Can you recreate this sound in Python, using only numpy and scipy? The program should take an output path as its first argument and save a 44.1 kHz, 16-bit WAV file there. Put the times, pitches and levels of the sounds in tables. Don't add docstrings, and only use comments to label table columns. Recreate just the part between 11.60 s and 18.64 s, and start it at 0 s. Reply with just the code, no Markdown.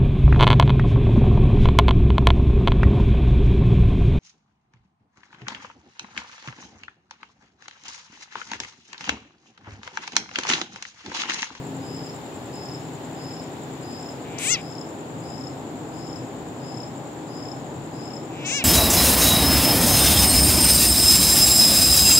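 import sys
import numpy as np
from scipy import signal
from scipy.fft import rfft, irfft
from scipy.io import wavfile
from scipy.ndimage import uniform_filter1d

SR = 44100
rng = np.random.default_rng(int(sys.argv[2]) if len(sys.argv) > 2 else 0)


def pcm_store(signal):
    levels = np.round(np.clip(np.atleast_2d(signal), -1, 1) * 32767)
    wavfile.write(sys.argv[1], SR, levels.astype(np.int16).T)


N = 310464
TIME = np.arange(N) / SR
FREQS = np.fft.rfftfreq(N, 1 / SR)

# t/s, turn/0-1
MICROPHONE_TURN = [(.4, 0.17), (1.1, 0.1), (1.8, .14), (2.5, 0.16), (3.1, 1)]

# f/Hz, left level/dB per Hz, right level/dB per Hz
AIR_SPECTRUM = [(30, -99, -101), (65, -73.5, -79), (127, -59, -60.5), (176, -66, -70.5), (257, -59.5, -61),
                (400, -64.5, -65.5), (660, -68, -69), (791, -65.5, -67), (1233, -78.5, -76.5),
                (1950, -83, -83), (2900, -83.5, -97), (3700, -86, -90.5), (7600, -101.5, -102),
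                (14200, -101, -107)]
# f/Hz, likeness/0-1
EAR_LIKENESS = [(100, 0.98), (270, 0.91), (450, 0.88), (740, 0.65), (1220, 0.069), (2000, .05)]
# t/s, level/dB
RUMBLE_SWELLS = [(.1, 0), (.7, -0.5), (2.3, -1.8), (3.2, -0.2), (4.6, 3), (5.5, -1.5), (6.2, 3), (7, -2)]
ROAD_RISE_DB = 2
HISS_DB, HISS_TURN_DB = 3, -2.5

# f/Hz, first level/dB, last level/dB
HUM_TONES = [(134.3, -43, -46), (162.5, -40, -43), (268.5, -41, -46), (301, -46.5, -43.5),
             (324.7, -47, -43), (401, -44.5, -54)]
HUM_FADE_DB, HUM_FADE_S = 4, 1.15
LULL_AT_S, LULL_S, LULL_HUM_DB = 0.72, 0.17, -13.5

# f/Hz, level/dB per Hz
CHORUS_SPECTRUM = [(5800, -112), (6400, -99), (6850, -81.5), (7500, -84), (8000, -91.5), (8600, -101),
                   (9500, -115)]

# first zip t/s, end t/s, period/s
ZIP_TIMES = [(.071, 1.6, .09864), (1.644, 4.53, .098), (4.593, 7.04, .0982)]
ZIP_HZ, ZIP_PITCH_SPREAD = 7370, .004
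ZIP_DB, ZIP_TURN_DB, ZIP_PAN_DB = -40, -0.5, 14
ZIP_JITTER_S, ZIP_SPREAD_DB = .0008, 1.2

# start t/s, last stroke t/s, swell per stroke level/dB
CHIRP_TIMES = [(.215, .498, .7), (.92, 1.149, .5), (1.56, 1.799, .8), (2.215, 2.491, 1), (2.96, 3.215, 1.3),
               (3.61, 3.872, 1.25), (4.325, 4.561, 1.4), (4.995, 5.235, 1.3), (5.675, 5.918, 1.35),
               (6.325, 6.569, 1.3)]
CHIRP_DB, CHIRP_TURN_DB, CHIRP_PAN_DB = -35, 5, 15
QUICK_GAP_S, SLOW_GAP_S, SLOW_STROKES = .0165, .0305, 3
STROKE_FALL, STROKE_S, STROKE_PITCH_SPREAD = .042, .0115, .006
RETURN_DB, RETURN_LENGTH_S = -7, .011

# t/s, f/Hz
LARYNX_PITCH = [
    [(2.6, 124.2), (2.72, 174.7), (2.805, 299), (2.836, 442), (2.862, 534), (2.914, 705), (2.936, 711),
     (2.961, 638), (2.987, 398), (3.02, 202)],
    [(6.68, 135.4), (6.77, 184.2), (6.842, 373), (6.88, 374.4), (6.924, 543), (6.969, 575), (7.002, 532),
     (7.039, 420)],
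]
# f/Hz, level/dB
BODY_RING = [(300, -24), (700, -25), (1150, -14), (1450, -12), (1750, -5.5), (2230, 5.5), (2850, 2.5),
             (3400, 3.5), (4200, -14), (6000, -8), (12000, -54)]
# opens t/s, shut t/s, opening time t/s,
# closing time t/s, wide-open resonance f/Hz, first width f/Hz, last width f/Hz, mouth level/dB,
# swell per octave of pitch level/dB, opening smack level/dB, body level/dB
MOUTH_MOVES = [(2.781, 2.966, 0.016, 0.033, 8620, 4200, 634, -19, 12, -27, -28),
               (6.843, 7.045, 0.028, .08, 6750, 1200, 2000, -26, 5, -53, -27.5)]
# f/Hz, left level/dB, right level/dB
EAR_SHADING = [
    [(1180, 8.5, 0.5), (2040, 3, -5), (3050, -0.5, -0.5), (3450, -6, -0.5), (3930, -8, 8), (4500, 7.5, -9),
     (5100, 1.5, -19), (6400, 1.5, -20), (7160, -1.5, -11), (8140, 0, -26), (9500, -9, -13),
     (10500, -11, -9), (12300, -5, -13), (14000, -7, -8), (15500, -5, -12)],
    [(1200, 5, 2.5), (1700, 7.5, 1.5), (1990, 0, -11), (2690, 1.5, 4.5), (3400, -2, -2.5), (4060, -12, 7.5),
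     (4500, 3, -9), (5200, 5, -8), (6400, 3, -21), (7800, 1, -24), (8950, -1.5, -24), (10200, -13, -22),
     (13000, -16, -14), (15500, -6, -14)],
]
SQUEAL_HZ = 613
CREAK_RISE_S, CREAK_FADE_S, UNMUFFLE_S = .07, 0.011, 0.0077
BODY_DB_PER_OCTAVE, MUFFLED_DB = 7, -7
RING_HZ, RING_WIDTH_HZ = 2370, 350
RING_DB, RING_SHUT_DB = 1.5, 2
SHUT_HZ, CLOSING_POWER = 3960, 3.12
LEAK_DB = -23
SMACK_AT_S, SMACK_S, SMACK_WIDTH_HZ = 0.0068, 0.0037, 820

EDGE_HZ = 15750


def amp(db):
    return 10 ** (np.asarray(db) / 20)


def evened(x):
    return x / np.sqrt(np.mean(x ** 2) + 1e-20)


def steadied(x):
    power = uniform_filter1d(uniform_filter1d(x ** 2, size=400), size=400)
    return x / np.sqrt(abs(power) + 1e-12)


def read(points, hz, column=1):
    columns = np.transpose(points)
    return np.interp(np.log(hz + 1), np.log(columns[0] + 1), columns[column])


def curves(rows, t):
    s, *columns = np.transpose(rows)
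    return [np.interp(t, s, c) for c in columns]


def turned(t):
    return curves(MICROPHONE_TURN, t)[0]


def ramp(t, length):
    return np.sin(np.pi / 2 * np.clip(t / length, 0, 1)) ** 2


def add(mix, s, sound):
    part = mix[..., max(round(s * SR), 0):][..., :sound.shape[-1]]
    part += sound[..., :part.shape[-1]]


def delayed(x, s):
    return irfft(rfft(x) * np.exp(-2j * np.pi * FREQS * s), N)


def wander(rate_hz):
    return evened(irfft(rfft(rng.standard_normal(N)) * np.exp(-(FREQS / rate_hz) ** 2), N))


def coloured(x, points, column=1):
    log_gain = np.log(amp(read(points, abs(np.fft.fftfreq(2048, 1 / SR)), column=column)))
    taps = np.fft.ifft(np.exp(np.conj(signal.hilbert(log_gain)))).real
    return signal.oaconvolve(x, taps)[:len(x)]


def resonate(x, hz, width):
    pole = np.exp((2j * np.pi * hz - np.pi * np.maximum(width, 100)) / SR)
    out, state = np.zeros(len(x)), 0j
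    for i in range(len(x)):
        state = state * pole[i] + x[i]
        out[i] = state.real
    return out * (1 - abs(pole))


def scatter(x, t60, delay):
    t = np.arange(SR // 2) / SR
    tail = rng.standard_normal((2, len(t))) * amp(-60 * t / t60) * (t > delay)
    return signal.fftconvolve(x[None], tail / np.linalg.norm(tail[0]), axes=1)[:, :N]


def air(rumble_hz=150, hiss_hz=1700):
    a, b = rfft(rng.standard_normal((2, N))) * np.sqrt(SR / 2)
    same = np.clip(read(EAR_LIKENESS, FREQS), -1, 1)
    left = a * amp(read(AIR_SPECTRUM, FREQS, column=1))
    right = (same * a + np.sqrt(1 - same ** 2) * b) * amp(read(AIR_SPECTRUM, FREQS, column=2))
    both = np.array([left, right])
    low = 1 / (1 + (FREQS / rumble_hz) ** 4)
    high = 1 - 1 / (1 + (FREQS / hiss_hz) ** 4)
    rumble = irfft(both * low, N) * amp(curves(RUMBLE_SWELLS, TIME)[0])
    road = irfft(both * (1 - low - high), N) * amp(ROAD_RISE_DB * np.linspace(-.5, .5, N))
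    hiss = irfft(both * high, N) * amp(HISS_DB + HISS_TURN_DB * turned(TIME))
    return rumble + road + hiss


def lull():
    return np.exp(-((TIME - LULL_AT_S) / LULL_S) ** 2)


def hum(right_db=-3.5, waver_db=1.9, waver_rad=0.52):
    tones = np.zeros(N)
    for hz, first_db, last_db in HUM_TONES:
        db = np.linspace(first_db, last_db, N) + waver_db * wander(4)
        tones += amp(db) * np.sin(2 * np.pi * hz * TIME + waver_rad * wander(2.5))
    level_db = HUM_FADE_DB * np.exp(-TIME / HUM_FADE_S) + LULL_HUM_DB * lull()
    return amp([[0], [right_db]]) * amp(level_db) * tones


def chorus(right_db=-3):
    noise = rfft(rng.standard_normal((2, N)))
    hiss = irfft(noise * amp(read(CHORUS_SPECTRUM, FREQS)), N) * np.sqrt(SR / 2)
    return hiss * amp([[0], [right_db]]) * amp(0.37 * wander(43))


def stroke(hz, fall, length, overtone_db):
    u = np.linspace(-1, 1, round(length * SR))
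    phase = 2 * np.pi * np.cumsum(hz * (1 - fall * u)) / SR + rng.uniform(0, 2 * np.pi)
    tone = np.sin(phase) + amp(overtone_db) * np.sin(2 * phase)
    return np.cos(u * np.pi / 2) ** 2 * tone


def double_zip(hz, first_db):
    pair = np.zeros(SR // 20)
    first_gain = amp(first_db + rng.standard_normal())
    add(pair, 0, first_gain * stroke(hz * 1.005, fall=0.0906, length=0.0142, overtone_db=-40))
    add(pair, .0165, stroke(hz, fall=0.0935, length=0.01586, overtone_db=-40))
    return pair


def zippers(far_db=-50.0, wet_db=-9.5):
    near, far = np.zeros(N), np.zeros(N)
    lead_s = .0245
    for s in np.concatenate([np.arange(*run) for run in ZIP_TIMES]):
        late, loud, sharp = rng.standard_normal(3)
        gain = amp(ZIP_DB + ZIP_TURN_DB * turned(s) + ZIP_SPREAD_DB * loud)
        pair = double_zip(ZIP_HZ * (1 + ZIP_PITCH_SPREAD * sharp), first_db=-3.5)
        add(near, s - lead_s + ZIP_JITTER_S * late, gain * pair)
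    for hz, period in [(6950, 0.08), (7100, 0.059)]:
        for s in np.arange(rng.uniform(0, period), N / SR, period):
            gain = amp(far_db + 2 * rng.standard_normal())
            add(far, s + .003 * rng.standard_normal(), gain * double_zip(hz, first_db=0))
    echoes = amp(wet_db) * scatter(near + far, t60=0.23, delay=0.0048)
    right = delayed(near * amp(-ZIP_PAN_DB * turned(TIME)) + .5 * far, .000295)
    return np.array([near + far, right]) + echoes


def cricket(top_hz=5250, low_hz=5020, return_hz=4950, return_s=0.0087, right_lag=0.000341,
            echo_db=-8, count=17):
    back = np.arange(count)
    gaps = QUICK_GAP_S + (SLOW_GAP_S - QUICK_GAP_S) / (1 + (back / SLOW_STROKES) ** 5)
    before = np.cumsum(gaps) - gaps
    lengths = np.linspace(STROKE_S, .0135, count)
    pitch = low_hz + (top_hz - low_hz) * np.exp(-(back / 9) ** 2)
    left, right = np.zeros(N), np.zeros(N)
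    for first, last, swell_db in CHIRP_TIMES:
        turn = turned(last)
        for k in back[last - before > first]:
            s, wing = last - before[k], np.zeros(SR // 25)
            closing_hz = pitch[k] * (1 + STROKE_PITCH_SPREAD * rng.standard_normal())
            closing = stroke(closing_hz, fall=STROKE_FALL * np.exp(-k / 12), length=lengths[k],
                             overtone_db=-29 + 1.8 * k)
            opening_hz = return_hz * (1 + 0.013 * rng.standard_normal())
            opening = stroke(opening_hz, fall=0.013, length=RETURN_LENGTH_S, overtone_db=-22)
            add(wing, 0, amp(CHIRP_TURN_DB * turn - swell_db * k) * closing)
            add(wing, return_s, amp(RETURN_DB + 1.7 * rng.standard_normal()) * opening)
            warm_up_db = -9 * np.exp((first - s) / 0.029)
            wing = wing * amp(CHIRP_DB + warm_up_db + .9 * rng.standard_normal())
            add(left, s - lengths[k] / 2, wing)
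            add(right, s - lengths[k] / 2, amp(-CHIRP_PAN_DB * turn) * wing)
    echo_gain = amp(echo_db + np.array([[0], [-3]]))
    echoes = echo_gain * scatter(left + right, t60=0.33, delay=0.0061)
    return np.array([left, delayed(right, right_lag)]) + echoes


def larynx(hz, jitter=0.00374, shimmer=0.1, rasp=.06):
    unsteady = jitter * np.minimum(SQUEAL_HZ / hz, 3) ** 2
    hz = hz * (1 + unsteady * wander(167)[:len(hz)])
    turns = np.cumsum(hz) / SR
    pulses = np.sinc(((turns + .5) % 1 - .5) * SR / hz * .8) * np.cos(np.pi * turns) ** 8
    uneven = 1 + shimmer * wander(400)[:len(hz)]
    return steadied(pulses) * uneven + rasp * rng.standard_normal(len(hz))


def body_ring(drive, shut):
    body = coloured(drive, BODY_RING)
    sharpest = resonate(body, np.full(len(body), RING_HZ), RING_WIDTH_HZ)
    return steadied(body + amp(RING_DB + RING_SHUT_DB * shut) * sharpest)


def mouth_ring(bright, hz, width, skirt=2.35):
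    return steadied(resonate(resonate(bright, hz, width), hz, skirt * width))


def squeal(pitch, gape, bright_hz=4300):
    (opens, shuts, opening_s, closing_s, open_hz, first_width, last_width,
     mouth_db, swell_db, smack_db, body_db) = gape
    start, end = pitch[0][0], pitch[-1][0]
    t = np.arange(start, end, 1 / SR)
    hz = uniform_filter1d(curves(pitch, t)[0], size=500)
    octaves = np.log2(hz / SQUEAL_HZ)
    drive = larynx(hz)
    shut = 1 - ramp(t - opens, UNMUFFLE_S) * ramp(shuts - t, UNMUFFLE_S)
    body = body_ring(drive, shut)
    bright = signal.sosfilt(signal.butter(2, bright_hz, "highpass", fs=SR, output="sos"), drive)
    opening = ramp(t - opens, opening_s)
    progress = np.clip((t - opens) / (shuts - opens), 0, 1)
    mouth_hz = SHUT_HZ + (open_hz - SHUT_HZ) * np.sqrt(opening) * (1 - progress ** CLOSING_POWER)
    mouth = mouth_ring(bright, mouth_hz, first_width * (last_width / first_width) ** progress)
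    smack = mouth_ring(bright, mouth_hz, SMACK_WIDTH_HZ)
    body_gain = amp(body_db + BODY_DB_PER_OCTAVE * octaves + MUFFLED_DB * shut)
    leak_gain = amp(LEAK_DB) * shut * body_gain
    mouth_gain = amp(mouth_db + swell_db * octaves) * opening * ramp(shuts - t, closing_s) + leak_gain
    smack_gain = amp(smack_db) * np.exp(-((t - opens - SMACK_AT_S) / SMACK_S) ** 2)
    fade = ramp(t - start, CREAK_RISE_S) * ramp(end - t, CREAK_FADE_S)
    return start, fade * (body_gain * body + mouth_gain * mouth + smack_gain * smack)


def frog(grass_db=-16, yard_db=-30, right_lag=.00011):
    left, right = np.zeros(N), np.zeros(N)
    for pitch, gape, shade in zip(LARYNX_PITCH, MOUTH_MOVES, EAR_SHADING):
        s, sound = squeal(pitch, gape)
        add(left, s, coloured(sound, shade, column=1))
        add(right, s, coloured(sound, shade, column=2))
    ears = np.array([left, delayed(right, right_lag)])
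    grass = np.array([scatter(ear, t60=0.037, delay=0.00038)[0] for ear in ears])
    yard = scatter(left, t60=0.13, delay=0.0087)
    return ears + amp(grass_db) * grass + amp(yard_db) * yard


def scene():
    return air() + hum() + chorus() + zippers() + cricket() + frog()


def record(dry):
    taps = signal.firwin(701, EDGE_HZ, window=("kaiser", 9), fs=SR)
    return signal.oaconvolve(dry, taps[None], "same")


dry = scene()
out = record(dry)
pcm_store(out)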